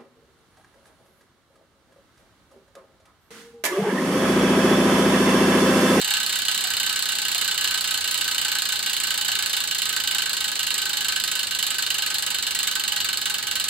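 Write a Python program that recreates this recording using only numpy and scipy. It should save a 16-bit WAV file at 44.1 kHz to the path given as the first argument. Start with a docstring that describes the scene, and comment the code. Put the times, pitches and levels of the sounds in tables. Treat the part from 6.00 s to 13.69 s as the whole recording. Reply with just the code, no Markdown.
"""A small workshop, where a bicycle wheel coasts on a stand close to a stereo microphone and slowly slows.
Three pawls drop off each of the freehub's 24 teeth: a steel snap, then hub, sprockets and spokes ring on.
Every tooth has its own voice, so the pattern comes round once a turn; the room blurs the gaps.
Behind the ticking lie a low rush of air and three faint, dull knocks."""
import sys
import numpy as np
from scipy import signal
from scipy.fft import rfft, irfft, next_fast_len
from scipy.io import wavfile

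SR = 44100
rng = np.random.default_rng(int(sys.argv[2]) if len(sys.argv) > 2 else 0)


def output_pcm(signal):
    """Save a mono or channel-first signal as 16-bit PCM at the path in sys.argv[1].

    Samples are clipped to [-1, 1] before scaling.
    """
    pcm = np.clip(np.atleast_2d(signal).T, -1, 1) * 32767
    wavfile.write(sys.argv[1], SR, np.round(pcm).astype(np.int16))


N = 339129
TOOTH_COUNT, PAWL_COUNT = 24, 3
SNAP_T60_S = .012
CLICK_SAMPLES, LEAD_SAMPLES = 8192, int(.3 * SR)   # the lead lets the scene open on a ringing wheel


def from_db(db):
    """Decibels as a gain."""
    return 10 ** (np.asarray(db) / 20)


def at_hz(points, hz, column=1):
    """Read a table on a log-frequency axis."""
    table = np.array(points)
    return np.interp(np.log(hz + 1), np.log(table[:, 0]), table[:, column])


def bins(size):
    """Frequencies of a real FFT."""
    return np.arange(size // 2 + 1) * SR / size


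def decay(t, t60):
    """Silence until t = 0, then a fall of 60 dB every t60 seconds."""
    return (t >= 0) * np.exp(-np.log(1000) * np.maximum(t, 0) / t60)


def bell(hz, centre_hz, octaves):
    """A bell curve of height 1 around a frequency."""
    return np.exp(-.5 * (np.log2((hz + 1) / centre_hz) / octaves) ** 2)


def causal(gain):
    """Minimum-phase filter with this gain: nothing sounds before the blow."""
    cepstrum = irfft(np.log(gain))
    half = len(cepstrum) // 2
    cepstrum[1:half] *= 2
    cepstrum[half + 1:] = 0
    return np.exp(rfft(cepstrum))


def to_stereo(mid, side, likeness):
    """Left and right from mid and side; likeness, held within +-0.97, sets their correlation."""
    likeness = np.clip(likeness, -.97, .97)
    return np.sqrt(1 + likeness) * mid + np.sqrt(1 - likeness) * side * [[1], [-1]]


# Room tone. Each row: frequency in Hz, relative level in dB, left-right correlation.
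ROOM_TONE = [(20, -20, -.3), (40, -5.5, -.45), (70, 3, -0.55), (120, 1.2, -0.45), (176, -2.5, 0.18),
             (214, -0.5, 0.36), (314, -4, 0.27), (393, -1.5, 0.28), (510, -4.5, 0.19), (612, -3, 0.45),
             (990, -33, 0.35), (3000, -20, 0.78)]
def workshop_air(level_db=-47):
    """The low, steady rush of the workshop, leaning a little to the left."""
    hz = bins(N)
    mid, side = rfft(rng.standard_normal((2, N))) * from_db(at_hz(ROOM_TONE, hz))
    rush = irfft(to_stereo(mid, side, at_hz(ROOM_TONE, hz, column=2)), N) * from_db([[1], [-1]])
    return from_db(level_db) * rush / rush.std()


# Background knocks. Each row: start in seconds, pitch in Hz, level in dB before the envelope.
DULL_KNOCKS = [(.641, 743, -41), (1.35, 700, -41), (3.286, 760, -44)]
def knocks(width_hz=74, t60_s=.2):
    """Each knock is a short, hollow ring: a narrow band of noise that rises fast and dies away."""
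    t, out = np.arange(N) / SR, np.zeros(N)
    for start, pitch, level_db in DULL_KNOCKS:
        band = signal.butter(2, [pitch - width_hz / 2, pitch + width_hz / 2], "band", fs=SR, output="sos")
        ring = signal.sosfilt(band, rng.standard_normal(N))
        envelope = decay(t - start, t60_s) - decay(t - start, SNAP_T60_S)
        out += from_db(level_db) * ring / ring.std() * envelope
    return out


def mode_burst(tooth, envelope, repeat_share=.62):
    """Two noise spectra a drop, for modes too dense to tell apart; a tooth sounds alike on every turn."""
    envelope = envelope / np.linalg.norm(envelope, axis=-1, keepdims=True)
    own = rng.standard_normal((TOOTH_COUNT, 2, envelope.shape[-1]))[tooth]
    fresh = rng.standard_normal(own.shape)
    modes = np.sqrt(repeat_share) * own + np.sqrt(1 - repeat_share) * fresh
    return rfft(modes * envelope, CLICK_SAMPLES)


# Reverb balance. 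Each row: frequency in Hz, level of the room against the direct sound in dB.
REVERB_MIX = [(800, 7), (1500, -2.5), (3000, -3), (4200, -1), (6000, -7.5), (8000, -12.5), (14000, -27)]
def add_room(direct, tooth, hz, wall_s=.0135, wall_db=-13, predelay_s=.008, t60_s=.28):
    """A near wall and a diffuse tail answer each click, differently in each channel."""
    t = np.arange(CLICK_SAMPLES) / SR
    wall_power = from_db(wall_db) ** 2 * decay(t - wall_s, SNAP_T60_S) ** 2 / SNAP_T60_S
    tail_power = decay(t - predelay_s, t60_s) ** 2 / t60_s
    reflections = mode_burst(tooth, np.sqrt(wall_power + tail_power))
    wet = from_db(at_hz(REVERB_MIX, hz))
    return (direct + wet * reflections) / np.sqrt(1 + wet ** 2)


# Stereo placement of the hub. Each row: frequency in Hz, left minus right in dB.
HUB_PAN = [(700, 1), (1000, -3.5), (1500, -2), (1900, -4.5), (2400, -4), (3000, -2), (3700, 1.5),
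           (4200, -4.5), (5400, 2.5), (7000, -1.5), (8600, -1), (11000, -5), (15000, -6)]
def hub_position(hz, left_lag_s=.00003):
    """The hub sits a little to the right, so its sound reaches the left channel later."""
    gains = from_db(at_hz(HUB_PAN, hz) * [[.5], [-.5]])
    lag = np.exp(-2j * np.pi * hz * left_lag_s * [[1], [0]])
    return gains / np.linalg.norm(gains, axis=0) * lag


# Broad tone of the wheel. Each row: frequency in Hz, gain in dB.
WHEEL_EQ = [(500.0, -35.5), (750.0, -15), (1100.0, -14), (1500.0, -11.5), (2000.0, -10.5), (2500.0, -8.0),
            (3300.0, -6.5), (4300.0, -0.5), (5400.0, -11), (7200.0, -6.5), (9000.0, -10.5), (11800.0, -17),
            (13700.0, -11.5), (15600.0, -20.5)]
# Ringing metal. Each row: pitch in Hz, width in Hz, left gain in dB, right gain in dB.
WHEEL_MODES = [(834.3, 5.8, 14, 13.5), (986, 21, 4, 6.5), (1148, 17, 9.5, 1), (1274, 22.6, 10.5, 11),
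               (1537, 35.7, 15.5, 15.5), (1564, 16, 1, -2), (1685, 23.7, 10, 12.5), (1917, 20, 10.5, 4.5),
               (2202, 8.7, 8.5, 7), (2788, 87, 7.5, 7.5), (3016, 114, 6.5, 12.5), (3096, 22, 7, 3.5),
               (3546, 9, 12, 8.5), (3585, 10, -6, 10), (3770, 91, 1, 8.5), (4176, 39, 11, 4),
               (4493, 44, 4, 4.5), (4800, 7.6, 9, 10.5), (5070, 10, 9, 0), (7690, 37, 13.5, 6),
               (7980, 105, -1, 10), (10200, 21, 10.5, 9), (11000, 66, -2, 7), (13300, 42, 13.5, 7.5)]
def wheel_body(hz):
    """Hub, sprockets and spokes filter every click: a broad colour with ringing peaks on top."""
    response = causal(from_db(at_hz(WHEEL_EQ, hz)))
    for centre, width, left_db, right_db in WHEEL_MODES:
        detune, damping = centre ** 2 - hz ** 2, 1j * width * hz
        response = response * (detune + from_db([[left_db], [right_db]]) * damping) / (detune + damping)
    return response


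def coasting(t, start_turns_per_s=1.34872, friction_turns_per_s2=.030518, drag_per_s=.017):
    """Speed in turns a second and angle in turns, as bearing friction and drag slow the wheel."""
    offset = friction_turns_per_s2 / drag_per_s
    speed = (start_turns_per_s + offset) * np.exp(-drag_per_s * t) - offset
    return speed, (start_turns_per_s - speed) / drag_per_s - offset * t


# Pulsing tones. Each row: pitch in Hz, width in Hz, angle of a lobe in turns, swell depth in dB.
TURNING_LOBES = [(850, 56, 0.074, 3.5), (10165, 71, 0.28, 5)]
def sweep_lobes(sound):
    """A wheel mode's two lobes sweep past the microphone, so its tone swells twice a turn."""
    _, turns = coasting(np.arange(N) / SR)
    out = sound
    for centre, width, angle, swell_db in TURNING_LOBES:
        tone = signal.lfilter(*signal.iirpeak(centre, centre / width, fs=SR), sound)
        swell = from_db(swell_db * np.cos(4 * np.pi * (turns - angle)))
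        out = out + tone * (swell / np.sqrt(np.mean(swell ** 2)) - 1)
    return out


def wobble(depth, crest, per_turn):
    """The ratchet ring runs out of true: a swing for each tooth, with a crest at an angle in turns."""
    return depth * np.cos(2 * np.pi * per_turn * (np.arange(TOOTH_COUNT) / TOOTH_COUNT - crest))


def tooth_colours(hz, scatter_db=1.0, spoke_delay_s=.00268):
    """Each tooth shakes spokes and sprockets in its own way; slow bending waves make the spokes late."""
    spokes, sprockets, top = bell(hz, 1500, .417), bell(hz, 3070, .15), bell(hz, 9900, .31)
    delay = np.exp(-2j * np.pi * np.cumsum(spoke_delay_s * spokes) * hz[1])
    spokes_db = wobble(.4, crest=.13, per_turn=1) + wobble(.34, crest=-.2, per_turn=9)
    sprockets_db = wobble(1.2, crest=.11, per_turn=2) + wobble(1.2, crest=.5, per_turn=9)
    top_db = .7 + wobble(.4, crest=.3, per_turn=9)
    bands_db = np.transpose([spokes_db, sprockets_db, top_db])
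    bands_db = bands_db + scatter_db * rng.standard_normal(bands_db.shape)
    curves_db = bands_db @ np.array([spokes, sprockets, top])
    return delay * np.array([causal(from_db(curve)) for curve in curves_db])


# Drops that land harder than the rest. Each row: approximate time in seconds, extra level in dB.
ACCENTS = [(.107, 2), (1.642, 1.5)]
def pawl_drops(jitter_s=.0002, tooth_scatter_db=.37, drop_scatter_db=.71, db_per_tenfold_speed=3):
    """The pawls drop as each tooth passes, softer as the wheel slows: times, teeth and forces in dB."""
    t = np.arange(-LEAD_SAMPLES, N) / SR
    speed, turns = coasting(t)
    teeth_passed = TOOTH_COUNT * turns - .45   # the first drop is .45 of a tooth away
    number = np.arange(int(teeth_passed[0]) + 1, int(teeth_passed[-1]) + 1)
    tooth = number % TOOTH_COUNT
    late_s = wobble(.00043, crest=.346, per_turn=3)[tooth] + jitter_s * rng.standard_normal(len(number))
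    when = np.interp(number, teeth_passed, t) + late_s
    tooth_db = wobble(.56, crest=.22, per_turn=2) + tooth_scatter_db * rng.standard_normal(TOOTH_COUNT)
    force_db = tooth_db[tooth] + db_per_tenfold_speed * np.log10(np.interp(when, t, speed))
    force_db += drop_scatter_db * rng.standard_normal(len(number))
    for time_s, extra_db in ACCENTS:
        force_db[np.argmin(abs(when - time_s))] += extra_db
    return when, tooth, force_db


def pawl_snaps(tooth, t, spacing_s=.0013, uneven_db=1.5):
    """Envelope of each drop: the pawls land one just after the other, with unequal strength."""
    waits = spacing_s * rng.uniform(.3, 1.7, (TOOTH_COUNT, PAWL_COUNT))
    landing = (np.cumsum(waits, axis=1) - waits[:, :1])[tooth]
    strength = from_db(uneven_db * rng.standard_normal(landing.shape))
    strength /= np.linalg.norm(strength, axis=1, keepdims=True)
    snaps = (strength[:, [k]] * decay(t - landing[:, [k]], SNAP_T60_S) for k in range(PAWL_COUNT))
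    return np.sqrt(sum(snap ** 2 for snap in snaps))


def strike_main_modes(direct, hz, centre_hz=1592, peak_share=.55):
    """Every drop strikes the main modes alike: there a clean blow replaces part of the dense ringing."""
    share = np.maximum(peak_share * bell(hz, centre_hz, octaves=.1), .001)
    return np.sqrt(1 - share) * direct + causal(np.sqrt(share))


# Bite of the attack. Each row: frequency in Hz, energy of the snap against the ring in dB.
SNAP_BITE = [(800, -7.5), (1500, -5), (2200, -4), (3000, 0.5), (4200, -1), (5800, -4), (8000, 0),
             (11000, 2), (15000, 4.5)]
# Stereo width of a click. Each row: frequency in Hz, left-right likeness (negative is out of phase).
CLICK_LIKENESS = [(800, 0.99), (1600, 0.9), (3000, 0.95), (4300, 1), (5200, 0.0053), (6000, -1.26),
                  (7000, -0.65), (8000, 0.46), (11000, -0.14), (15000, -0.49)]
def steel_clicks(tooth, hz, ring_rise_s=.0028, ring_t60_s=.12):
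    """Spectrum of each drop: a bright snap, then a ring that swells as it spreads into the wheel."""
    t = np.arange(int(.1 * SR)) / SR
    snap = mode_burst(tooth, pawl_snaps(tooth, t)[:, None])
    ring = mode_burst(tooth, (1 - np.exp(-t / ring_rise_s)) * decay(t, ring_t60_s))
    bite = from_db(at_hz(SNAP_BITE, hz))
    blow = (bite * snap + ring) / np.sqrt(2 + 2 * bite ** 2)   # snap and ring share the energy
    stereo = to_stereo(blow[:, :1], blow[:, 1:], at_hz(CLICK_LIKENESS, hz))
    return strike_main_modes(stereo, hz)


def ratchet():
    """The freehub ticks: one click for each drop, with the room's answer and its tooth's colour."""
    when, tooth, force_db = pawl_drops()
    hz = bins(CLICK_SAMPLES)
    spectra = add_room(steel_clicks(tooth, hz), tooth, hz)
    clicks = irfft(spectra * tooth_colours(hz)[tooth, None])
    out = np.zeros((2, LEAD_SAMPLES + N + 2 * CLICK_SAMPLES))
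    for start, gain, click in zip(LEAD_SAMPLES + (when * SR).astype(int), from_db(force_db), clicks):
        out[:, start:start + CLICK_SAMPLES] += gain * click
    return out[:, LEAD_SAMPLES:LEAD_SAMPLES + N]


def scene(wheel_rms_db=-24):
    """The ratchet rings through the turning wheel, up front, over the knocks and the air."""
    size = 2 * next_fast_len((N + SR) // 2)   # a spare second for the ring to die away
    hz = bins(size)
    spectrum = rfft(ratchet(), size) * hub_position(hz) * wheel_body(hz)
    wheel = sweep_lobes(irfft(spectrum)[:, :N])
    return from_db(wheel_rms_db) * wheel / wheel.std() + knocks() + workshop_air()


def record(dry, cutoff_hz=15800):
    """A steep low-pass takes off the very top."""
    return signal.sosfilt(signal.ellip(12, .2, 80, cutoff_hz, fs=SR, output="sos"), dry)


dry = scene()
out = record(dry)
output_pcm(out)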